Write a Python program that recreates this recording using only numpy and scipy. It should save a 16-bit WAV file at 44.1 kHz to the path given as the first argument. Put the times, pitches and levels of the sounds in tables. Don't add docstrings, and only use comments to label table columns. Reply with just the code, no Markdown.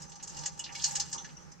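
import sys
import numpy as np
from scipy import signal
from scipy.fft import rfft, irfft, next_fast_len
from scipy.io import wavfile
from scipy.ndimage import map_coordinates

SR = 44100
rng = np.random.default_rng(int(sys.argv[2]) if len(sys.argv) > 2 else 0)


def invert_db(level):
    return 10 ** (np.asarray(level, dtype=float) / 20)


def transcribe(signal):
    frames = np.atleast_2d(signal).T
    limited = np.clip(frames, -1, 1)
    pcm = np.round(limited * 32767).astype(np.int16)
    wavfile.write(sys.argv[1], SR, pcm)


N = 70560

# start_s [s], level_db [dB]
SHAKE_LEVEL = [(0.0, -56), (0.016, -60), (0.208, -62), (0.23, -57.5), (0.342, -58), (0.378, -49.5),
               (0.49, -52.5), (0.524, -63), (0.588, -58.5), (1.016, -50.5), (1.108, -68), (1.162, -52),
               (1.314, -63), (1.6, -72)]
# pitch_hz [Hz], lead [radians]
LEFT_LEAD = [(145, 2.21), (550, 2), (850, 2.35), (1200, 2.5)]
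# pitch_hz [Hz], left_over_right_db [dB]
BACKGROUND_PAN = [(30, -8), (60, -8), (150, -3), (350, -1), (800, -4), (1500, -.5), (8000, 0.5)]


def unit(x):
    return x / np.sqrt(np.mean(x ** 2) + 1e-20)


def along(points, hz):
    point_hz, value = np.transpose(points)
    return np.interp(np.log(hz + 1), np.log(point_hz + 1), value)


def curve(rows):
    s, value = np.transpose(rows)
    return np.interp(np.arange(N) / SR, s, value)


def wobble(rate_hz):
    knots = rng.standard_normal(int(N * rate_hz / SR) + 4)
    return map_coordinates(knots, [np.arange(N) * rate_hz / SR])


def filtered(x, response):
    m = next_fast_len(x.shape[-1] + 4096)
    spectrum = rfft(x, m) * response(np.fft.rfftfreq(m, 1 / SR))
    return irfft(spectrum, m)[..., :x.shape[-1]]


def paired(pair, alike):
    def mix(hz):
        turn = np.arccos(np.clip(along(alike, hz), -1, 1)) / 2
        return np.array([np.cos(turn), np.sin(turn)])

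    mid, side = filtered(pair, mix)
    return np.array([mid + side, mid - side])


def panned(pair):
    return filtered(pair, lambda f: invert_db(np.outer([.5, -.5], along(BACKGROUND_PAN, f))))


def resonance(f, centre_hz, width_hz):
    return 1j * f * width_hz / (centre_hz ** 2 - f * f + 1j * f * width_hz)


def resonant(peaks):
    return lambda f: sum((-1) ** k * invert_db(db) * resonance(f, centre_hz, width_hz)
                         for k, (centre_hz, width_hz, db) in enumerate(peaks))


def bump(hz, centre_hz, octaves, skirt_db):
    hump = np.exp(-.5 * (np.log2((hz + 1) / centre_hz) / octaves) ** 2)
    return hump + invert_db(skirt_db) * hz ** 2 / (hz ** 2 + 1500 ** 2)


def walls():
    # pitch_hz [Hz], t60_s [s]
    decay = [(500, 0.18), (2000, 0.15), (3500, 0.12), (6000, 0.12), (12000, 0.056)]
    # pitch_hz [Hz], likeness [-1 to 1]
    alike = [(800, -0.61), (2500, 0.81), (4500, 0.54), (6500, 0.14), (8000, 0.033), (12000, 0.056)]
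    rise_s, early_s, early_gain, direct_db = 0.004, 0.0033, 1, -20
    hz, frame_s, z = signal.stft(rng.standard_normal((2, SR // 4)), SR, nperseg=128)
    fading = z * invert_db(-60 * frame_s / along(decay, hz)[:, None])
    tail = paired(signal.istft(fading, SR, nperseg=128)[1], alike)
    t = np.arange(tail.shape[1]) / SR
    tail = tail * (1 - np.exp(-t / rise_s))
    tail = tail * (1 + early_gain * np.exp(-(t / early_s) ** 2 / 2))
    tail = tail / np.linalg.norm(tail[0])
    tail[:, 0] += invert_db(direct_db)
    return tail


def air():
    # pitch_hz [Hz], level_db [dB per Hz]
    fan_colour = [(25, -13), (100, -16.5), (220, -7), (500, -13), (700, -20), (1300, -13.5), (3700, -29.5),
                  (6100, -16.5),
                  (8500, -37), (15800, -50.5)]
    # pitch_hz [Hz], likeness [-1 to 1]
    alike = [(50, .2), (300, 0.023), (2000, 0.043), (8000, 0.14)]
    level_db, follow = -58, 0.37
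    colour = np.array(fan_colour)
    hiss = filtered(rng.standard_normal((2, N)), lambda f: invert_db(along(colour, f)))
    hiss = panned(paired(hiss, alike))
    shake_db = curve(SHAKE_LEVEL)
    swell_db = 2.35 * wobble(5.73) + follow * (shake_db - shake_db.mean())
    return unit(hiss) * invert_db(level_db + swell_db)


def shaken(peaks, level_db):
    flutter_db = 1.5 * wobble(19.59)
    shake = rng.standard_normal((3, N)) * invert_db(flutter_db)
    modes = resonant(peaks)
    body = unit(filtered(shake, lambda f: modes(f) * np.abs(modes(f)))) * invert_db(level_db)
    common = filtered(body[0], lambda f: np.exp(.5j * np.outer([1, -1], along(LEFT_LEAD, f))))
    return panned(common + 0.83 * body[1:])


def hotplate():
    # pitch_hz [Hz], width_hz [Hz], level_db [dB]
    plate_modes = [(539.3, 33.3, -7), (813.3, 50.3, -2.5), (933, 31.6, -2.5), (1186, 35, -6)]
    # pitch_hz [Hz], width_hz [Hz], level_db [dB]
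    casing_modes = [(58.7, 24, -2), (76, 49, -4), (144.6, 35.6, 0.5), (184, 62, -3.5)]
    # start_s [s], level_db [dB]
    motor_load = [(0.0, -51.5), (0.034, -52), (0.128, -59), (0.466, -51.5), (0.61, -59), (1.046, -51),
                  (1.1, -55.5), (1.25, -53), (1.448, -61.5), (1.466, -57), (1.6, -59)]
    plate_db = curve(SHAKE_LEVEL) + 1.5
    return shaken(plate_modes, plate_db) + shaken(casing_modes, curve(motor_load))


def whine():
    # start_s [s], level_db [dB]
    rubbing = [
        (0, -62.5),
        (1.1, -64),
        (1.19, -58),
        (1.3, -63.5),
        (1.39, -70),
        (1.425, -50.5),
        (1.48, -100),
        (1.6, -77.5),
    ]
    pitch_hz, width_hz, flutter_db = 6120, 330, 4
    mode = resonant([(pitch_hz, width_hz, 0)])
    noise = filtered(rng.standard_normal((2, N)), lambda f: mode(f) ** 2)
    pair = paired(noise, [(6000, 0.52)])
    return unit(pair) * invert_db(curve(rubbing) + flutter_db * wobble(34.1))


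def ticks(shared):
    # start_s [s], level_db [dB]
    agitation = [
        (0.0, -52.5),
        (0.12, -74),
        (0.32, -54),
        (0.69, -64.5),
        (0.82, -43.5),
        (1.006, -51.5),
        (1.368, -69),
        (1.466, -76),
        (1.6, -95),
    ]
    per_s, spread_db, level_db = 300, 1.5, 4.5
    centre_hz, octaves = 5800, 1
    place, chance = rng.random((2, int(per_s * N / SR)))
    spikes = np.bincount((place * N).astype(int), invert_db(-spread_db * np.log(chance)), N)
    spikes = filtered(spikes, lambda f: bump(f, centre_hz, octaves, 12))
    effort = invert_db(curve(agitation))
    patter = signal.fftconvolve((unit(spikes) * effort)[None], shared, axes=1)[:, :N]
    return unit(patter) * invert_db(level_db) * np.sqrt(np.mean(effort ** 2))


def pings():
    # start_s [s], peak_db [dB], pitch_hz [Hz], t60_s [s]
    singing = [(.3718, -43, 2850, .08), (.3718, -41, 7650, .06), (.39, -42, 5200, .09),
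               (.459, -46.5, 1900, .06), (.462, -45, 6170, .07), (.459, -42, 6670, .07),
               (.459, -33, 7600, .06), (.594, -36.5, 2900, .1), (.597, -34, 6530, .04),
               (.594, -37, 5150, 0.043), (.595, -45, 7650, .04), (.233, -41, 6550, .05),
               (.6644, -45, 2900, .08), (.725, -42, 6000, 0.045), (.7521, -39, 2230, .09),
               (.843, -39, 2900, .08), (.845, -31.5, 4300, .07), (.847, -37, 4600, .1),
               (.955, -46, 2900, .09), (.955, -35, 5100, .08), (.955, -34, 6620, .07),
               (.998, -33, 5210, .07), (.998, -32, 6160, .09), (1.0307, -52, 3480, .06),
               (1.128, -54, 1700, .06), (1.182, -41, 3500, 0.059), (1.1815, -37, 6180, .07),
               (1.2475, -49.5, 1720, .09), (1.2475, -38.5, 6180, .07), (1.519, -47.5, 5990, .06)]
    rise_s, neighbour_gain, beat_hz = .002, .5, 44.6
    out, t = np.zeros((2, N + SR)), np.arange(SR // 5) / SR
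    for s, db, hz, t60 in singing:
        turn, apart, left, right = rng.standard_normal(4)
        mode = np.sin(2 * np.pi * hz * t + 9 * turn)
        ear_phase = 9 * np.array([[left], [right]])
        neighbour = np.sin(2 * np.pi * (hz + beat_hz * apart) * t + ear_phase)
        envelope = invert_db(db - 60 * t / t60) * (1 - np.exp(-t / rise_s))
        out[:, round(s * SR):][:, :len(t)] += envelope * (mode + neighbour_gain * neighbour)
    return out[:, :N]


def blows(rows, shared):
    # pitch_hz [Hz], level_db [dB], t60_s [s]
    glass_modes = [(780, -36, 0.049), (900, -28, 0.14), (1700, -2, 0.053), (2180, -29, 0.054),
                   (2900, -0.5, 0.047), (3720, -3, 0.051), (3870, -29, 0.024), (4460, -37, 0.067),
                   (5240, 0, 0.11), (5210, -16, 0.2), (6200, -26, 0.12), (6230, -16, 0.13),
                   (6500, -17, 0.043), (6700, 3.5, 0.077),
                   (7560, -36, 0.3), (7200, -36, 0.11), (7560, 1.5, 0.069)]
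    contact_s, echo_vary = .0004, 1.2
    ring_gain_db, ring_rise_s = -12.5, 0.0014
    out, t = np.zeros((2, N + SR)), np.arange(SR // 5) / SR
    hz, level_db, t60 = np.array(glass_modes).T[:, :, None]
    lead_points = np.vstack([LEFT_LEAD, [(2000, 0.44), (6000, 0.58), (8000, 0.58)]])
    lead = along(lead_points, hz) / 2
    for s, db, at_hz, octaves, skirt_db, ring_db in rows:
        burst = rng.standard_normal(len(t)) * invert_db(-60 * t / contact_s)
        click = filtered(np.pad(burst, (300, 0)), lambda f: bump(f, at_hz, octaves, skirt_db))
        click = click / np.linalg.norm(click)
        echo = (shared + echo_vary * walls()) / np.sqrt(1 + echo_vary ** 2)
        heard = signal.fftconvolve(click[None], echo, axes=1) * 8
        luck, phase = rng.standard_normal((2, len(hz), 1))
        size = invert_db(level_db + 5.5 * luck - 60 * t / t60) * np.sqrt(bump(hz, at_hz, octaves, skirt_db))
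        ring = np.array([(size * np.sin(2 * np.pi * hz * t + 9 * phase + side * lead)).sum(0)
                         for side in (1, -1)])
        ring = ring * (1 - np.exp(-t / ring_rise_s))
        heard[:, 300:][:, :len(t)] += invert_db(ring_gain_db + min(ring_db, 1)) * ring
        out[:, round(s * SR) - 400:][:, :heard.shape[1]] += invert_db(db) * heard
    return out[:, :N]


def contacts(shared):
    # start_s [s], peak_db [dB], click_hz [Hz], ring_db [dB]
    clinks = [(0.0208, -34.5, 6850, -11.5), (0.0984, -43, 7506, -7), (0.157, -41.5, 5830, -31),
              (.228, -37, 6530, -20), (0.233, -32, 6960, -11.5), (0.2761, -33, 6700, -11),
              (0.297, -38.5, 7668, -6), (0.346, -41.5, 5420, -16), (0.3698, -30, 7260, -6),
              (0.39, -33.5, 5850, -32), (0.411, -38, 5700, -12), (0.424, -39, 3380, -15),
              (0.4374, -32.5, 5850, -22), (0.46, -23, 7200, -13.5), (0.594, -23.5, 6700, -34),
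              (0.725, -38.5, 5500, -22), (0.753, -26.5, 4820, -27), (0.777, -40, 7240, -12),
              (0.8214, -31, 5093, -10), (.838, -27, 5000, -20), (0.8427, -15, 6200, -12.5),
              (1, -19, 4954, -12), (0.8667, -31, 8100, -8), (0.91, -28, 6700, -15), (0.938, -37, 6650, -9),
              (0.9556, -17.5, 7344, -16), (.964, -29.5, 6000, -25), (1.0, -23, 5440, -13),
              (1.008, -31.5, 5800, -22), (1.0846, -41.5, 4630, -6), (1.116, -38.5, 6500, -15),
              (1.13, -24, 6850, -16), (1.165, -41, 6200, -18), (1.519, -47, 6150, -23)]
    # start_s [s], peak_db [dB], centre_hz [Hz], width [octaves]
    knocks = [(.0207, -40.5, 5280, 0.12), (0.12, -40, 4100, 0.99), (0.2, -43, 2060, 0.81),
              (1.37, -42, 5860, 0.028), (1.191, -44, 1300, 0.21), (1.1, -28, 15000, 0.36),
              (0.6, -36, 2950, 0.19), (1.372, -57, 2800, .1), (1.4, -58.5, 3200, .1),
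              (1.59, -55, 2360, .15), (1.05, -47.5, 3000, 0.56), (0.641, -29, 4200, 0.44),
              (0.664, -37.5, 2640, 0.42), (0.6919, -36, 2270, 0.38), (.735, -50, 14000, .3),
              (0.7515, -33.5, 2640, 0.38), (0.7985, -32, 3600, 0.32), (0.842, -25, 4500, 0.13),
              (0.886, -23, 12200, 0.92), (0.922, -24, 12800, 0.4), (0.9567, -39, 3800, 0.23),
              (.866, -29, 11600, 0.48), (0.9989, -45, 3900, 0.45), (.843, -35.5, 3200, .3),
              (1.1493, -38, 1140, 0.14), (1.1813, -32.5, 6030, 0.099), (1.1819, -36.5, 3500, 0.21),
              (1.2473, -41, 1880, 0.3), (1.2475, -41, 6000, 0.1), (1.2475, -41, 3500, 0.38),
              (1.292, -42.5, 2300, 0.87), (1.325, -47.5, 14000, 0.28), (1.519, -49.5, 5300, 0.059),
              (1.519, -58, 2030, 0.12)]
    click_octaves, skirt_db = 0.35, -9
    rows = [(s, db, hz, click_octaves, skirt_db, ring_db) for s, db, hz, ring_db in clinks]
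    rows += [(s, db, hz, octaves, -30, -30) for s, db, hz, octaves in knocks]
    return blows(rows, shared)


def beaker(f):
    # pitch_hz [Hz], width_hz [Hz], level_db [dB]
    body_modes = [(1720, 150, -4), (2900, 150, 1.5), (3383, 200, -2), (4250, 250, -3.5), (4600, 200, -1),
                  (5150, 300, 4), (5830, 200, -3), (6180, 180, 2), (6650, 300, 5), (7050, 150, -3),
                  (7350, 150, 0.5), (7640, 220, 6), (8300, 200, 0)]
    base_db = -7
    return invert_db(base_db) + sum(invert_db(db - 4.5) * resonance(f, centre_hz, width_hz)
                              for centre_hz, width_hz, db in body_modes)


def scene():
    # pitch_hz [Hz], level_db [dB]
    mic = [(1700, 2.5), (2350, -1.5), (3200, -1), (7000, 1.5), (7900, -2.5), (8600, -10.5), (11000, -14),
           (15000, -22)]
    pan_db = -0.5
    shared = walls()
    glass = filtered(contacts(shared) + ticks(shared), beaker)
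    glass = glass + pings() + whine()
    glass = filtered(glass, lambda f: invert_db(along(mic, f)))
    glass = glass * invert_db([[pan_db / 2], [-pan_db / 2]])
    return glass + hotplate() + air()


def low_pass(x):
    return signal.sosfilt(signal.butter(12, 15900, fs=SR, output="sos"), x)


def record(dry):
    mix = filtered(dry, lambda hz: hz < 15750)
    return low_pass(mix)


dry = scene()
out = record(dry)
transcribe(out)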